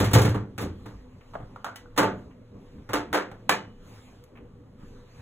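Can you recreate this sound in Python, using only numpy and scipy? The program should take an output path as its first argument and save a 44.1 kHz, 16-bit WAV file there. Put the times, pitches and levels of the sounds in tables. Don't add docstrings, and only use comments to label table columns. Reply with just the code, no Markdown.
import sys
import numpy as np
from scipy import signal
from scipy.fft import rfft, irfft, next_fast_len
from scipy.io import wavfile
from scipy.ndimage import uniform_filter1d

SR = 44100
rng = np.random.default_rng(int(sys.argv[2]) if len(sys.argv) > 2 else 0)


def store_pcm(level_fs):
    pcm = np.round(np.clip(level_fs, -1, 1) * 32767).astype(np.int16)
    wavfile.write(sys.argv[1], SR, np.atleast_2d(pcm).T)


N = 229849


def gain_of(db):
    return 10 ** (np.asarray(db) / 20)


def evened(x):
    return x / np.sqrt(np.mean(x ** 2) + 1e-20)


def read(points, hz):
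    point_hz, value = np.transpose(points)
    return np.interp(np.log(hz + 1), np.log(point_hz + 1), value)


def minimum_phase_pulse(spectrum, size=4096):
    hz = abs(np.fft.fftfreq(size, 1 / SR))
    log_gain = np.log(gain_of(read(spectrum, hz)))
    pulse = np.fft.ifft(np.exp(np.conj(signal.hilbert(log_gain)))).real
    return pulse[:size // 2]


def patchy_noise(spectrum, patchy_db):
    frames, hz = N // 256 + 5, np.fft.rfftfreq(1024, 1 / SR)
    a, b, c, d, patches = rng.standard_normal((frames, 513, 5)).T
    patches = uniform_filter1d(patches, size=14, axis=0)
    patches = evened(uniform_filter1d(patches, size=12, axis=1))
    level_db = read(spectrum, hz)[:, None] + patchy_db * patches
    bins = np.array([a + 1j * b, c + 1j * d]) * gain_of(level_db)
    return evened(signal.istft(bins, nperseg=1024, noverlap=768)[1][:, :N])


# (start_s, blow_db, weight_db, hollowness_db, hardness_db, rattle_t60_s)
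KNOCKS = [(0.002, 7.5, 0.5, 3, -11, 0.015), (0.044, 2.5, 2, -8, -7.5, 0.015),
          (0.111, -3, 2.5, -3, -11.5, 0.05), (0.134, 8.5, 7, -0.5, 0.5, 0.037),
          (0.152, 15, -1.5, -3.5, -18.5, 0.048), (0.184, 5.5, 5.5, -6.5, -9, .048),
          (0.215, -0.5, -22.5, 10, -2.5, 0.045), (0.248, 6, 2, -0.5, -13, 0.074),
          (0.29, -6.5, 10.5, -3, -8, 0.018), (0.345, 0.5, -4, 4.5, -24, 0.039),
          (0.58, -0.5, -6, -11, -10, 0.019), (0.61, -11, -2.5, 19.5, -4, 0.1),
          (0.625, -7.5, -2.5, 12.5, -13.5, 0.03), (0.649, -16.5, -13.7, 10, -29, .082),
          (0.858, -11.5, -2, 1.5, -17.5, 0.041), (1.4, -16, 8, 1, -38, 0.02),
          (1.964, -6.5, -15, -15.5, -12, 0.076), (1.977, 13.5, -39, -3.5, -8.5, 0.049),
          (1.987, 14, -15.5, -11, -23.5, 0.1), (2.029, 11.5, -35, -3, -25.5, 0.038),
          (2.891, -3, -7, -10.5, -20.5, 0.043), (2.933, 10, -45.5, -3.5, -12, 0.026),
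          (2.95, 4.5, -31.5, -12, -18.5, 0.039), (3.129, 9, -50, -3, -14.5, 0.011),
          (3.145, 14, -50, -12.5, -17.5, .018), (3.174, 2.5, -43, -18.5, -18, 0.13),
          (3.493, 13, -32, -15.5, -9.5, 0.033), (3.503, 0, -19.5, -12.5, -26, 0.03),
          (3.515, -1.5, -23, -6, -8.5, 0.045)]


def knocks():
    return [(start_s, strike(db, blow_colour(weight, hollow, hard), hz=490, ring_db=-5, touch_db=-8.5,
                             kitchen_db=5, rattle_t60=t60))
            for start_s, db, weight, hollow, hard, t60 in KNOCKS]


# (pitch_hz, base_db, weight_share, hollowness_share, hardness_share)
BLOW = [(40, -12, 1, 0, 0), (75, 3, 1.2, 0.24, 0.22), (107, 11.5, 0.86, 0.038, 0.035),
        (170, 6.5, 0.47, 0.16, 0.05), (303.3, 0.5, 0.025, 0.79, 0.014), (635, 4.4, 0.031, 0.15, 0.012),
        (1430, -0.74, 0, 0, 0.024), (2500, -2, 0.035, 0, 0.51), (6280, -5, 0.032, 0.086, 0.86),
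        (14000, -7.5, 0.02, 0.2, 1)]


def blow_colour(weight_db, hollow_db, hard_db):
    return [(hz, base_db + weight * weight_db + hollow * hollow_db + hard * hard_db)
            for hz, base_db, weight, hollow, hard in BLOW]


PIECE_T60 = 0.011
GRAIN_DB = 3.5


def strike(db, spectrum, hz, ring_db, touch_db, kitchen_db, rattle_t60):
    t = np.arange(SR // 2) / SR
    short_t = t[:2048]
    per_sample = 2 * np.log(1000) / (PIECE_T60 * SR)
    piece = per_sample * gain_of(ring_db - 60 * short_t / PIECE_T60) * np.sin(2 * np.pi * hz * short_t)
    piece[0] = 1
    blow = np.convolve(minimum_phase_pulse(spectrum), piece)

    rattle_fade = gain_of(-60 * t / np.clip(rattle_t60, .004, .2))
    rattle = rng.standard_normal((2, len(t))) * rattle_fade * (1 - np.exp(-t / 0.00082))
    grain = evened(uniform_filter1d(rng.standard_normal(len(t)), size=60))
    rattle = rattle * gain_of(GRAIN_DB * grain)
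    rattle = rattle / np.linalg.norm(rattle[0])

    answer = rattle + gain_of(kitchen_db) * (counter_ring(t) + kitchen_echoes(len(t)))
    answer[:, 0] = gain_of(touch_db)
    sound = signal.fftconvolve(blow[None], answer, axes=1)[:, :len(t)]
    return gain_of(db) * sound * np.cos(np.pi * t) ** .5


# (pitch_hz, level_db, t60_s), levels relative to COUNTER_DB
COUNTER = [(102, -12.5, 1), (113.3, 1, 0.24), (147.7, -1.5, 0.1), (169.5, -14.5, 0.5), (197.6, -4, 0.52),
           (296.5, 1.5, 0.34), (385, -13.5, 0.38), (438.5, -9, 0.29), (511.2, -4.5, 0.23),
           (630, -25.5, 0.15), (713.4, -16.5, 0.41), (881.4, -10, 0.3), (1170, -28, 0.15),
           (1195, -10, 0.21), (1470, -16.5, 0.045), (1810, -9.5, 0.073), (2370, -27.5, .15)]
COUNTER_DB = -41


def counter_ring(t):
    modes = sum(gain_of(db - 60 * t / t60) * np.sin(2 * np.pi * hz * t) for hz, db, t60 in COUNTER)
    return gain_of(COUNTER_DB) * modes * (1 - np.exp(-t / 0.0044))


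# (pitch_hz, t60_s)
KITCHEN = [(80, 0.74), (250, 0.57), (700, 0.28), (2000, 0.3), (6000, 0.23), (14000, 0.12)]


def kitchen_echoes(size):
    reflections = rng.standard_normal((2, size)) * (rng.random((2, size)) < .15)
    hz, t, bins = signal.stft(reflections, SR, nperseg=256)
    fade = gain_of(-60 * t / read(KITCHEN, hz)[:, None])
    tail = signal.istft(bins * fade, SR, nperseg=256)[1][:, :size]
    tail = tail * np.clip(np.arange(size) / SR / 0.0041 - .4, 0, 1)
    return tail / np.linalg.norm(tail[0])


# (start_s, blow_db, pitch_hz, hardness_db, ring_at_pitch_db, kitchen_db)
CLACKS = [(1.336, -13.5, 1250, -25.5, 6.5, 9.5), (1.354, 5.5, 720, -43, 7.5, -8),
          (1.561, -7, 1410, -28.5, 4, -4.5), (1.645, 3.5, 1550, -14, 3, -1.5),
          (1.666, 0, 1290, -23.5, -18, -1.5), (1.689, -11.5, 1470, -43, 17.5, -4),
          (1.759, -13.5, 1970, 2.5, -4, 0.4), (1.858, -26, 1430, -41, 18.5, -6),
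          (3.315, -7.5, 800, -22, -2.5, -0.5), (3.494, 22.5, 1170, -14, -4, -12),
          (3.527, -14, 1700, -31.5, 12, 0), (4.239, -33.5, 11800, 8.5, 11, -6)]


def clacks():
    return [(start_s, strike(db, blow_colour(-32.5, -22.5, hard), hz, ring_db, touch_db=-2.9,
                             kitchen_db=kitchen_db, rattle_t60=0.022))
            for start_s, db, hz, hard, ring_db, kitchen_db in CLACKS]


# (pitch_hz, level_db, t60_s)
CUP = [(1970, -0.5, .16), (2270, -8.5, 0.21), (2960, -3, .14), (3060, -1, .11)]
# (pitch_hz, level_db, t60_s)
DISH = [(889, 0, 0.22), (611, -6.5, 0.38), (1314, -15, .2), (1600, -11, 0.11)]
# (pitch_hz, level_db, t60_s)
LID = [(1738, -4.2, 0.13), (1970, -11.5, 0.15), (2350, -0.5, 0.086), (2520, -11.5, 0.16),
       (2960, -32.5, 0.66), (2975, -37, .5), (3940, -15.5, .14)]
# (start_s, level_db, piece_modes)
RINGS = [(1.759, -48, CUP), (2.025, -23.5, DISH), (3.497, -27, LID), (3.52, -23.5, LID)]


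def crockery_ring(db, modes):
    t = np.arange(SR // 2) / SR
    tone = sum(gain_of(db + mode_db - 60 * t / t60) * np.sin(2 * np.pi * hz * t)
               for hz, mode_db, t60 in modes)
    return np.tile(tone * (1 - np.exp(-t / 0.0013)), (2, 1))


# (start_s, level_db)
BRUSHES = [(1.209, -22.5), (2.309, -26.5), (4.354, -22), (4.371, -19)]
# (pitch_hz, level_db)
BRUSH = [(100, -5), (320, -15), (700, 2.5), (1400, -0.2), (2800, -1), (4500, -25), (7000, -40),
         (14000, -26)]


def brushes():
    return [(start_s, strike(db, BRUSH, hz=0, ring_db=-np.inf, touch_db=-15, kitchen_db=-2.5, rattle_t60=.06))
            for start_s, db in BRUSHES]


# (start_s, low_mode_db, high_mode_db)
STEPS = [(.005, -24, -36), (0.138, -35, -32), (0.333, -35, -35), (0.619, -33, -26.5), (0.677, -58, -34.5),
         (0.929, -34.5, -41), (1.398, -42, -44), (2.93, -36, -55)]
# (pitch_hz, t60_s)
BOARDS = [(52, 0.4), (85, 0.35)]


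def step(low_db, high_db):
    t = np.arange(SR // 2) / SR
    swing = sum(gain_of(db - 60 * t / t60) * np.sin(2 * np.pi * hz * t)
                for db, (hz, t60) in zip((low_db, high_db), BOARDS))
    return np.tile(swing * (1 - np.exp(-t / 0.019)), (2, 1))


# (time_s, level_db)
RUSTLE = [(.01, -51.5), (.45, -71.5), (0.9, -63), (1.101, -71), (1.301, -65), (1.902, -72.5),
          (2.198, -64.5), (2.401, -78), (2.65, -67), (3.4, -69), (3.78, -70), (3.88, -60), (3.95, -58.5),
          (4.25, -68.5), (4.451, -95), (4.7, -93.5), (4.8, -66), (4.9, -64), (5.05, -67), (5.21, -60.5)]
# (pitch_hz, relative_db_per_hz)
CLOTH = [(400, -25), (700, -4), (1000, -3), (2000, -7), (3500, -10), (5000, -12), (7000, -14), (10000, -18),
         (16000, -25)]
NEAR_DB, CRISP_DB, CRISP_GROWTH = -58.5, -64, 1.83


def rustle():
    soft_db = np.interp(np.arange(N) / SR, *np.transpose(RUSTLE))
    crisp_db = CRISP_DB + CRISP_GROWTH * (soft_db - NEAR_DB)
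    hiss = patchy_noise(CLOTH, patchy_db=3.0)
    soft = signal.sosfiltfilt(signal.butter(2, 5000, fs=SR, output="sos"), hiss)
    return gain_of(soft_db) * evened(soft) + gain_of(crisp_db) * evened(hiss - soft)


# (pitch_hz, relative_db_per_hz)
HUM = [(30, -20.5), (50, -2.5), (105, -5.5), (140, -13.5), (180, -6), (260, -9.5), (360, -17.5),
       (500, -15.5), (700, -28.5), (1150, -23.5), (1600, -40), (3000, -45.5), (5000, -65), (16000, -69.5)]
# (pitch_hz, width_hz, level_against_hum_db)
HUM_PEAKS = [(108.9, 8.3, -5), (251, 5.6, -10), (397, 10, -16), (483.7, 8.3, -12.5)]
HUM_DB = -49.5
DRONE_HZ, DRONE_DB = 23.7, -55.5


def hum():
    wash, drive = patchy_noise(HUM, patchy_db=4.0), rng.standard_normal((3, N))
    for hz, width_hz, db in HUM_PEAKS:
        peak = signal.lfilter(*signal.iirpeak(hz, hz / width_hz, SR), drive[:2])
        wash = wash + gain_of(db) * evened(peak)
    wash = signal.sosfilt(signal.butter(2, 48, "high", fs=SR, output="sos"), wash)
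    waver_db = 5.7 * evened(uniform_filter1d(drive[2], size=8000))
    drone = gain_of(DRONE_DB + waver_db) * np.sin(2 * np.pi * DRONE_HZ * np.arange(N) / SR)
    return gain_of(HUM_DB) * evened(wash) + drone


def scene():
    rings = [(start_s, crockery_ring(*row)) for start_s, *row in RINGS]
    steps = [(start_s, step(*row)) for start_s, *row in STEPS]
    out = hum() + rustle()
    for start_s, sound in knocks() + clacks() + brushes() + rings + steps:
        part = out[:, round(start_s * SR):][:, :sound.shape[1]]
        part += sound[:, :part.shape[1]]
    return out


# (pitch_hz, lead_rad)
LEAD = [(0, 0), (120, -.03), (550, -.45), (900, -.1), (1300, -.4), (1700, 0), (2600, 2.0), (3200, 1.2),
        (3800, 1.6), (4650, 3.1)]
# (pitch_hz, likeness_0_to_1)
LIKENESS = [(150, 1), (500, 0.84), (700, 0.36), (1300, 0.7), (2700, 0.51), (4000, 0.22), (9000, 0.09)]
STAIR_FROM_HZ, STAIR_HZ, STAIR_FLAT = 2850, 2080, .45
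EDGE_HZ = 15700


def record(dry):
    size = next_fast_len(N + 4096)
    hz = np.fft.rfftfreq(size, 1 / SR)
    one, other = rfft(dry, size)

    climb = np.pi * (hz - STAIR_FROM_HZ) / STAIR_HZ
    stairs = climb - STAIR_FLAT * np.sin(2 * climb)
    lead = np.where(hz > LEAD[-1][0], stairs, np.interp(hz, *np.transpose(LEAD)))

    apart = np.sqrt(1 - np.clip(read(LIKENESS, hz), 0, 1) ** 2)
    apart = np.where(hz > 4000, abs(np.sin(lead)), 1) * apart
    right = (np.sqrt(1 - apart ** 2) * one + apart * other) * np.exp(-1j * lead)
    pair = irfft(np.array([one, right]), size)[:, :N]

    pair = np.tanh(pair)
    band_limit = signal.firwin(255, EDGE_HZ, window=("kaiser", 9), fs=SR)
    return signal.oaconvolve(pair, band_limit[None], "same")


dry = scene()
out = record(dry)
store_pcm(out)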